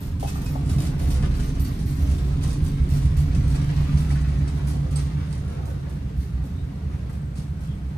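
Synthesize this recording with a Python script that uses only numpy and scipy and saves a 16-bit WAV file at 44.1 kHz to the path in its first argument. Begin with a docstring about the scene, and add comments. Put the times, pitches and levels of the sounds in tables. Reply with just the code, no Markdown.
"""A hollow rumble and a rattle of wire: a loaded roll cage is hauled out of a lorry trailer, passes on
the right and rolls away. Its casters (small swivelling wheels) drum and thump on the deck, crunch over
grit and squeak. The wire sides chatter at every jolt, the load knocks, loudest at the start, and later
a steel clasp clinks. The bare trailer walls echo, over the dull roar of the loading bay."""
import sys
import numpy as np
from scipy import signal
from scipy.fft import rfft, irfft, next_fast_len
from scipy.io import wavfile
from scipy.ndimage import uniform_filter1d

SR = 44100
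rng = np.random.default_rng(int(sys.argv[2]) if len(sys.argv) > 2 else 0)


def materialize(psi):
    """Save the field psi as 16-bit PCM at rate SR to the path in sys.argv[1].

    A 1-D psi becomes a single channel; in a 2-D psi each row is a channel.
    """
    bounded = np.clip(np.atleast_2d(psi).T, -1, 1)
    quanta = np.round(bounded * 32767).astype(np.int16)
    wavfile.write(sys.argv[1], SR, quanta)


N = 351873


def amp(db):
    """Turn decibels into a number to multiply by."""
    return 10 ** (np.asarray(db) / 20)


def unit(x):
    """Scale x to an average power of 1."""
    return x / np.sqrt(np.mean(x ** 2) + 1e-20)


def along(points, hz):
    """Read a (frequency, value) table between its rows, on a log scale."""
    f, v = np.transpose(points)
    return np.interp(np.log(hz + 1), np.log(f + 1), v)


def curves(rows):
    """Join timed rows with straight lines: one curve for each column after the time."""
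    s, *cols = np.transpose(rows)
    return [np.interp(np.arange(N) / SR, s, c) for c in cols]


def humps(rows):
    """A smooth rise and fall in dB around each row's time."""
    t = np.arange(N) / SR
    return sum(db * np.cos(np.pi * np.clip((t - s) / length, -.5, .5)) ** 2 for s, length, db in rows)


def filtered(x, response):
    """Scale and delay each frequency f in x by response(f)."""
    size = x.shape[-1]
    padded = next_fast_len(size + SR // 2)
    return irfft(rfft(x, padded) * response(np.fft.rfftfreq(padded, 1 / SR)), padded)[..., :size]


def band(f, hz, width):
    """One resonance: it lets through the frequencies near hz."""
    return 1j * f * width / (hz * hz - f * f + 1j * f * width)


def stereo(f, lag_ms):
    """Left and right responses to a sound that reaches the left lag_ms later."""
    return np.exp(np.pi * 1j * f * lag_ms / 1000 * np.array([[-1], [1]]))


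def add(track, s, sound):
    """Mix a sound into a track from time s on."""
    start = max(round(s * SR), 0)
    track[start:start + len(sound)] += sound[:N - start]


def contacts(rate, spread_db):
    """Tiny hits at random times, about rate a second, their sizes scattered by spread_db."""
    size = amp(spread_db * np.clip(rng.standard_normal(N), -2, 2)) * rng.choice([-1, 1], N)
    return unit(size * (rng.random(N) < rate / SR))


def ring(notes):
    """One blow sets an object's own notes ringing, each at a slightly new strength."""
    t = np.arange(SR // 2) / SR
    hz, db, fade = np.transpose(notes)[:, :, None]
    strength = db + rng.standard_normal(hz.shape)
    phase = 2 * np.pi * (hz * t + rng.random(hz.shape))
    wave = np.sum(amp(strength - 60 * t / fade) * np.sin(phase), 0)
    return wave / np.linalg.norm(wave)


def burst(fade_s):
    """A dying puff of noise. A fade time is how long a sound takes to drop 60 dB."""
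    t = np.arange(SR // 2) / SR
    return amp(-60 * t / fade_s) * rng.standard_normal(len(t))


def drummed(notes, evenness):
    """Notes kept ringing by wheel bumps; a steady pull evens out their swells (evenness 0 to 1)."""
    wave = 0
    for hz, width, db in notes:
        bumps = contacts(rate=900, spread_db=3)
        wave += amp(db) * filtered(bumps, lambda f: band(f, hz, 2 * width) ** 2)
    power = np.abs(uniform_filter1d(uniform_filter1d(wave ** 2, SR // 10), SR // 20)) + 1e-12
    return unit(wave / power ** (evenness / 2))


# how long the trailer echoes: f/Hz, fade/s
ECHO_FADE = [(200, 0.33), (1500, 0.15), (5000, 0.2), (14000, 0.043)]
PASS_S, PASSING_S = 1.13, 0.59  # when the cage passes, and how long that takes
def trailer(x, echo_db, wall_db=-7):
    """Sound arrives directly, then off the near left wall, then as a wash of echoes."""
    passed = np.clip((np.arange(N) / SR - PASS_S) / PASSING_S + .5, 0, 1)
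    # the right side hears it first, then the left once the cage has passed
    out = filtered(x * np.sqrt(1 - passed), lambda f: stereo(f, lag_ms=0.29))
    out += filtered(x * np.sqrt(passed), lambda f: stereo(f, lag_ms=-.465))
    bounce = lambda f: stereo(f, lag_ms=-.476) * np.exp(-2j * np.pi * f * .0031)  # 3.1 ms late
    out += filtered(x, lambda f: amp(wall_db) * bounce(f) / (1 + (f / 5000) ** 2))
    hop = SR // 7
    for start in range(0, N, hop):  # the echo pattern changes as the cage moves
        hz, t, noise = signal.stft(rng.standard_normal((2, SR // 2)), SR, nperseg=256)
        dying = amp(-60 * t / along(ECHO_FADE, hz)[:, None])
        tail = signal.istft(noise * dying, SR, nperseg=256)[1]
        echo = signal.fftconvolve(x[None, start:start + hop], tail / np.linalg.norm(tail[0]), axes=1)
        for side, sound in zip(out, echo):
            add(side, start / SR, amp(echo_db) * sound)
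    return out / np.sqrt(1 + amp(echo_db) ** 2)


# how hard the cage rolls: t/s, drumming level/dB, load shudder level/dB
ROLLING = [(0, -32.5, -38.5), (0.3, -31.5, -39.5), (0.55, -28, -37), (0.75, -24.5, -35.5),
           (0.98, -27.5, -39), (1.24, -26, -36), (1.42, -28.5, -33.5), (2.0, -28, -37), (2.5, -25.5, -35.5),
           (2.95, -26, -36), (3.15, -25, -42), (3.4, -21, -32.5), (3.65, -24.5, -38.5), (3.98, -23, -37.5),
           (4.5, -27.5, -38.5), (5.05, -27, -42.5), (5.85, -32.5, -49), (6.6, -33, -44.5),
           (7.98, -32.5, -52.5)]
# share of the rumble in one booming note: t/s, deck share/0-1, panel share/0-1
BOOM_SHARES = [(0, 0.2, 0.16), (0.8, 0.32, 0), (1.1, 1, 0.07), (1.6, 0.38, 0.04), (2.1, 0.55, 0.37),
               (2.9, 0.2, 0.8), (3.4, 0.06, 1), (4.0, 0.98, 0.72), (5.0, 0.58, 0.82), (5.8, 0.14, 0),
               (7.98, 0.47, 0.22)]
# the trailer bed bends slowly under the weight: t/s, level/dB
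BED_FLEX = [(0, -35), (0.6, -39), (1.3, -25), (2.0, -37), (2.7, -27.5), (3.4, -32), (3.9, -33), (4.5, -43),
            (5.3, -57), (6.2, -56), (7.98, -49)]
# the deck heaves at uneven stretches: t/s, length/s, rise/dB
DECK_HEAVES = [(0.152, 0.1, 9), (1.1, 0.45, 4), (1.623, 0.27, 4.5), (2.13, 0.17, 5), (4.45, 0.46, 5),
               (4.896, 0.12, 4.5)]
# the panels drone on as the cage crosses the end of the deck: t/s, length/s, rise/dB
PANEL_DRONE = [(4.7, 1.7, 1.5)]
# the notes of the bed, deck, panels and load: f/Hz, width/Hz, level/dB
BED_NOTES = [(34, 4.1, 2), (45, 7.2, -7.5)]
DECK_NOTES = [(53.9, 25, -16), (65.5, 8.8, -2.5), (83.4, 17.8, -7.5)]
PANEL_NOTES = [(120.5, 29, -2), (141.2, 17.6, 5), (164.7, 34, -11.5), (189.3, 20.5, -7)]
LOAD_NOTES = [(249, 25.8, -0.5), (275.3, 12.4, 3.5), (289.6, 12.5, -6), (360, 28.5, -12), (407, 10, -14.5)]
def rumble():
    """The casters drum on the hollow deck and shake the bed, the panels and the load."""
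    roll_db, load_db = curves(ROLLING)
    deck_share, panel_share = curves(BOOM_SHARES)
    bed = amp(curves(BED_FLEX)[0]) * drummed(BED_NOTES, evenness=1)
    deck = np.sqrt(1 - deck_share) * drummed(DECK_NOTES, evenness=1)
    deck += np.sqrt(deck_share) * drummed([(67.8, 6.05, 0)], evenness=1)
    deck *= amp(roll_db + 1 + humps(DECK_HEAVES))
    drone = amp(humps(PANEL_DRONE)) * drummed([(143.5, 6.5, 0)], evenness=0.85)
    panels = np.sqrt(1 - panel_share) * drummed(PANEL_NOTES, evenness=0.76)
    panels += np.sqrt(panel_share) * drone
    load = amp(load_db - 1) * drummed(LOAD_NOTES, evenness=0.03)
    return bed + deck + amp(roll_db - 0.43) * panels + load


# wheels on the gritty floor: t/s, grinding level/dB, crunch level/dB
GRIT_LEVELS = [(0, -51, -52), (0.17, -58, -57.5), (0.35, -47, -50.5), (0.9, -45.5, -50.5), (1.15, -44, -47),
               (1.55, -49.5, -48.5), (1.92, -52, -52), (2.03, -46, -50), (2.7, -49.5, -50),
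               (3.25, -48.5, -49), (3.6, -44.5, -44.5), (4.15, -48.5, -47.5), (4.8, -46, -51.5),
               (5.25, -51.5, -51.5), (5.62, -45.5, -55), (6.05, -51, -57.5), (6.8, -54, -60),
               (6.95, -51.5, -56.5), (7.25, -52.5, -66), (7.98, -55.5, -60)]
# a wheel scuffs as it swivels: t/s, length/s, rise/dB
SWIVEL_SCUFFS = [(1.245, 0.067, 6.5), (4.23, 0.12, 0.5), (4.98, 0.08, 3)]
# the tone of the grit: f/Hz, level/dB
GRIT_TONE = [(120, -0.5), (300, 10.5), (500, 6.5), (650, 0), (1100, 1), (1500, -1.5), (2000, -2.5),
             (3000, -8), (4500, -10.5), (7000, -18), (14000, -74)]
# the notes of the cage's frame: f/Hz, width/Hz, level/dB
FRAME_NOTES = [(714, 36, -1), (1110, 31, -13), (1210, 35, -8)]
def grit_crunch(split_hz=1200):
    """Hard wheels grind on the floor and crush fine grit; the frame rings faintly along."""
    grind_db, crunch_db = curves(GRIT_LEVELS) + humps(SWIVEL_SCUFFS)
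    frame = lambda f: 1 + sum(amp(db) * band(f, hz, width) for hz, width, db in FRAME_NOTES)
    grains = contacts(rate=2000, spread_db=9)
    grit = unit(filtered(grains, lambda f: amp(along(GRIT_TONE, f)) * frame(f)))
    crunch = filtered(grit, lambda f: 1 / (1 + (split_hz / (f + 1)) ** 4))  # the high part
    grind = grit - crunch
    return trailer(amp(grind_db + 2) * grind + amp(crunch_db + 4.5) * crunch, echo_db=5)


# the tone of the bright ticks, with a deep gap near 12 kHz that is not the wire's own: f/Hz, level/dB
TICK_TONE = [(600, 4), (1500, -0.5), (2600, -2.5), (4200, -1), (6200, -2), (7500, -2), (8600, -0.5),
             (10700, 0), (12000, -66), (14000, -2), (15500, -30)]
# the notes of the wire mesh: f/Hz, width/Hz, level/dB
MESH_NOTES = [(1900, 70, -4), (2093, 45, -5), (3030, 40, -5), (3417, 16, -9), (3800, 16, 2), (4544, 30, -5),
              (5268, 25, -8), (5520, 25, -1), (6045, 30, -2), (6452, 30, -9), (7137, 30, -5),
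              (8355, 40, -6), (8781, 45, -8), (9733, 25, -6)]
def wire_mesh(hits):
    """Hits on the mesh turn into bright ticks and set it ringing."""
    ringing = lambda f: 1 + sum(amp(db) * band(f, hz, width) for hz, width, db in MESH_NOTES)
    return filtered(hits, lambda f: amp(along(TICK_TONE, f) + 3.5) * ringing(f))


def shaking(hold_s, rise_s, fade_s):
    """The strength of one rattle: it builds up, holds, then dies away."""
    t = np.arange(SR) / SR
    return (1 - np.exp(-t / rise_s)) * amp(-60 * np.maximum(t - hold_s, 0) / fade_s)


# jolts throw the sides against the frame: t/s, hold/s, rattle level/dB, sizzle level/dB
SIDE_JOLTS = [(0.0, 0.044, -51.5, -49), (0.195, 0.065, -49.5, -54), (0.268, 0.014, -47, -50),
              (0.347, 0.011, -56.5, -51), (0.416, 0.11, -53.5, -49.5), (0.651, 0.021, -52, -63),
              (0.694, 0.016, -48.5, -52), (0.785, 0.063, -47.5, -50), (0.854, 0.011, -58, -68),
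              (0.977, 0.14, -51.5, -56), (1.102, 0.015, -48, -59), (1.224, 0.016, -68, -67),
              (1.348, 0.11, -50.5, -53), (1.595, 0.014, -53, -40.5), (1.648, 0.1, -56.5, -61),
              (1.79, .01, -57, -59), (1.857, 0.18, -53, -50.5), (2.059, .2, -54, -59),
              (2.42, 0.065, -49, -54), (2.506, 0.0086, -54, -62), (2.63, 0.05, -54, -54),
              (2.885, 0.086, -48.5, -53), (3.011, 0.046, -57.5, -68), (3.166, 0.018, -49, -52),
              (3.348, 0.012, -54, -64), (3.47, 0.084, -52.5, -59), (3.764, 0.0073, -64, -64),
              (3.972, 0.015, -47.5, -54), (4.093, .01, -50, -64), (4.122, 0.035, -59, -64),
              (4.244, 0.0089, -72, -72), (4.478, 0.013, -52, -63), (4.539, 0.015, -63, -65),
              (4.665, 0.028, -46.5, -50), (4.905, 0.063, -52.5, -61), (4.96, 0.058, -55, -64),
              (5.312, 0.034, -59, -68), (5.474, 0.043, -56.5, -65), (5.649, 0.048, -59.5, -58),
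              (5.888, 0.017, -59, -63), (6.169, 0.073, -57.5, -59), (6.437, 0.019, -60, -60),
              (6.89, 0.044, -65, -71), (7.091, 0.049, -61.5, -64), (7.354, 0.053, -54.5, -62),
              (7.602, 0.041, -56.5, -65)]
def wire_rattle():
    """Loose wires tick against each other, hardest at the jolts; the loose clasp sings faintly."""
    shake, fizz = np.zeros((2, N))
    for s, hold, db, sizzle_db in SIDE_JOLTS:
        add(shake, s, amp(db) * shaking(hold, rise_s=0.0013, fade_s=0.38))
        add(fizz, s, amp(sizzle_db) * shaking(hold, rise_s=0.0012, fade_s=0.37))
    # between jolts, a softer rattle follows the crunch
    crunch_db = curves(GRIT_LEVELS)[1]
    shake = np.hypot(shake, amp(crunch_db - 10.5))
    fizz = np.hypot(fizz, amp(crunch_db - 16.5))
    # a dense jingle with a few harder ticks standing out
    chatter = amp(0.6) * contacts(rate=400, spread_db=0) + amp(-2) * contacts(rate=60, spread_db=4)
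    # the lightest touches only sizzle, very high up
    sizzle = unit(filtered(contacts(rate=750, spread_db=4), lambda f: band(f, 13300, 3600) ** 2))
    clasp = unit(filtered(contacts(rate=120, spread_db=5), lambda f: band(f, 8130, 350) ** 2))
    clasp *= amp(-71 - 0.9 * np.arange(N) / SR)  # fades with distance
    return trailer(wire_mesh(shake * chatter) + fizz * sizzle + clasp, echo_db=7)


# the tone of the loading bay: f/Hz, level/dB
BAY_TONE = [(25, -8), (70, 5), (130, -4.5), (195, 3.5), (240, -15), (320, -17), (550, -24), (800, -26),
            (1500, -27.5), (4000, -37.5), (8000, -44.5), (14000, -47.5)]
def bay_roar(level_db=-40, mono_hz=330):
    """The loading bay's steady, dull roar, alike left and right only in the bass."""
    mid, side = rng.standard_normal((2, N))
    side = filtered(side, lambda f: f ** 2 / (f ** 2 + mono_hz ** 2))
    noise = np.array([mid + side, mid - side])
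    return amp(level_db) * unit(filtered(noise, lambda f: amp(along(BAY_TONE, f))))


# single hard hits of a wire on the frame: t/s, level/dB
WIRE_HITS = [(0.195, -56), (0.345, -46), (0.417, -43), (0.46, -38.5), (0.695, -39), (0.784, -37.5),
             (0.866, -41), (0.979, -49), (0.995, -54), (1.103, -39), (1.224, -40), (1.35, -44),
             (1.595, -43), (1.648, -38), (1.662, -49), (1.789, -45), (2.409, -47), (2.423, -50),
             (2.506, -39), (2.664, -40.5), (2.716, -45.5), (2.887, -51), (3.166, -43), (3.348, -39.5),
             (3.556, -40), (3.763, -41), (3.972, -41.5), (4.093, -44), (4.122, -42), (4.477, -41),
             (5.326, -45), (7.354, -51)]
# the notes of a struck bar: f/Hz, level/dB, fade/s
BAR_NOTES = [(2560, -4, .07), (3800, -7, .1), (4545, -2, .07), (5080, -3, .05), (5400, -3, .06),
             (6045, -5, .1), (7137, -6, .07), (8355, -3, .07)]
def wire_strikes():
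    """A wire hits the frame: a short crack runs through the mesh and a bar rings."""
    cracks, bars = np.zeros((2, N))
    for s, db in WIRE_HITS:
        add(cracks, s, amp(db + 1) * burst(fade_s=0.02))
        add(bars, s, amp(db + 19) * ring(BAR_NOTES))
    return trailer(wire_mesh(cracks) + bars, echo_db=1.5)


# knocks of the load: t/s, level/dB, lowest f/Hz, highest f/Hz, extra thud/dB
LOAD_KNOCKS = [(0.227, -20.5, 340, 910, -14), (0.243, -25.5, 610, 940, -13), (0.356, -29.5, 810, 1400, -9),
               (0.553, -27.5, 503, 1210, -9), (2.035, -39.5, 397, 1500, -7), (3.51, -40, 450, 1200, 1),
               (4.103, -31.5, 550, 2400, 0), (4.155, -35, 500, 2200, 2), (5.28, -41, 420, 990, -6),
               (5.588, -34.5, 600, 1300, -10), (5.66, -40, 550, 1200, -4), (6.425, -41, 450, 1100, 3),
               (6.897, -40, 450, 1800, -1), (6.932, -37, 500, 2190, 0), (7.092, -39.5, 446, 2000, 3),
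               (7.956, -40, 500, 2000, -5)]
# the notes of the cage's base: f/Hz, level/dB, fade/s
BASE_NOTES = [(393, -4, .09), (505, 0, .06), (570, -3, .05), (655, -8, .05), (721, 0, .1), (805, 0, .085),
              (888, -2, .075), (1116, -6, .07), (1243, -4, .07), (1860, -9, .06)]
def load_knocks():
    """The load shifts and knocks the base: crisp while near, mostly echo once the cage has passed."""
    near, far = np.zeros((2, N))
    for s, db, low_hz, high_hz, thud_db in LOAD_KNOCKS:
        blow = ring(BASE_NOTES) + amp(thud_db - 15.5) * burst(fade_s=.08)
        passband = signal.butter(3, [low_hz, high_hz], "band", fs=SR, output="sos")
        blow = signal.sosfilt(passband, blow)
        add(near if s < PASS_S else far, s, amp(db) * blow / np.max(np.abs(blow)))
    lean_left = amp([[1.5], [-1.5]])
    return lean_left * trailer(near, echo_db=-8, wall_db=-15) + trailer(far, echo_db=4)


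# squeaks: middle t/s, length/s, f/Hz, level/dB, pitch wobble/0-1
CASTER_SQUEAKS = [(0.278, 0.064, 2590, -47, 0.02), (0.468, 0.047, 2510, -48, 0), (4.58, 0.15, 3840, -62, 0),
                  (6.584, 0.17, 3710, -60, 0.045), (7.63, 0.16, 1396, -53.5, 0.2),
                  (7.695, .16, 3280, -56.5, 0.07)]
def caster_squeaks():
    """A dry caster rubs in short, unsteady squeaks."""
    track = np.zeros(N)
    for s, length, hz, db, wobble in CASTER_SQUEAKS:
        count = int(length * SR)
        pitch = hz * (1 + wobble * unit(uniform_filter1d(rng.standard_normal(count), size=64)))
        phase = 2 * np.pi * np.cumsum(pitch) / SR
        overtone = amp(-5 - 2 * s) * np.sin(2 * phase)  # distance takes it away
        add(track, s - length / 2, amp(db) * np.hanning(count) * (np.sin(phase) + overtone))
    return trailer(track, echo_db=5)


# a caster drops off a bump: t/s, deck level/dB, panel level/dB
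CASTER_DROPS = [(0.646, -15, -20), (0.746, -20, -17), (1.051, -18, -45), (1.225, -22.5, -16.5),
                (1.837, -27, -21), (2.008, -15.5, -26), (2.44, -21, -37), (2.611, -14, -17.5),
                (2.7, -24, -26), (2.799, -17.5, -17.5), (2.91, -15.5, -15.5), (3.041, -14, -13.5),
                (3.165, -13.5, -44), (3.346, -20, -13), (3.479, -14, -24), (3.615, -25, -15),
                (3.761, -12, -27), (3.933, -19, -13), (4.269, -28, -24), (4.366, -19, -17.5),
                (6.041, -22, -22.5), (6.17, -16.5, -35), (6.337, -21, -32), (6.406, -22, -40),
                (6.534, -22, -37), (6.614, -21.5, -35), (6.856, -20, -39), (6.933, -20.5, -21),
                (7.2, -26, -28.5), (7.376, -28, -23), (7.682, -42, -24.5)]
def caster_thumps(rise_s=0.01988):
    """Each drop of a caster pushes the deck and its panels, which swell and ring out."""
    track, t = np.zeros(N), np.arange(SR // 2) / SR
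    push = t / rise_s * np.exp(1 - t / rise_s)
    for s, deck_db, panel_db in CASTER_DROPS:
        for notes, level_db in ((DECK_NOTES, deck_db), (PANEL_NOTES, panel_db)):
            hz, _, db = np.transpose(notes)[:, :, None]
            phase = 2 * np.pi * (hz * (t - rise_s) + rng.random())
            strength = amp(db + 2 * rng.standard_normal(hz.shape))
            wave = push * np.sum(strength * np.sin(phase), 0)
            add(track, s, amp(level_db) * wave / np.max(np.abs(wave)))
    return track


# hard clinks of steel on steel: t/s, level/dB
CLASP_HITS = [(4.9568, -47), (4.9593, -42), (4.9667, -44.5), (5.326, -51.5)]
# the notes of the clasp: f/Hz, level/dB, fade/s
CLASP_NOTES = [(4107, -17, .05), (4549, -9, .06), (4900, -4, .04), (5270, -4, .07), (6045, -12, .04),
               (8107, -9, .08), (8355, 0, .05), (8600, -1, .022), (8830, -3, .03), (9080, -5, .04),
               (9921, -9, .04)]
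def clasp_clinks():
    """A steel clasp snaps against the frame and rings, louder on the right."""
    track = np.zeros(N)
    tone = lambda f: amp(along(TICK_TONE, f)) / (1 + (f / 11000) ** 6)
    for s, db in CLASP_HITS:
        crack = filtered(burst(fade_s=0.096), tone)
        add(track, s, amp(db) * (amp(30) * ring(CLASP_NOTES) + amp(7) * crack))
    return amp([[-2], [1.5]]) * trailer(track, echo_db=-4)


def scene():
    """Everything the rolling cage sets going, over the roar of the bay."""
    # long, low waves are equally loud on both sides and reach the left first
    low = filtered(rumble() + caster_thumps(), lambda f: stereo(f, lag_ms=-0.15))
    return (low + grit_crunch() + wire_rattle() + bay_roar() + wire_strikes()
            + load_knocks() + caster_squeaks() + clasp_clinks())


# how much louder the microphone's right side is than its left: f/Hz, level/dB
RIGHT_OVER_LEFT = [(150, 1.9), (320, -2), (520, 1), (3000, -1), (6000, 1), (7900, 1.5), (8100, 8),
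                   (10000, 4), (11500, -0.5)]
def record(dry, roll_off_hz=14600, top_hz=15700):
    """The microphone colours its two sides differently and loses the very highest treble."""
    balance = lambda f: amp(along(RIGHT_OVER_LEFT, f) * np.array([[-.5], [.5]]))
    roll_off = lambda f: 1 / (1 + (f / roll_off_hz) ** 80)
    return filtered(dry, lambda f: balance(f) * roll_off(f) * (f < top_hz))


dry = scene()
out = record(dry)
materialize(out)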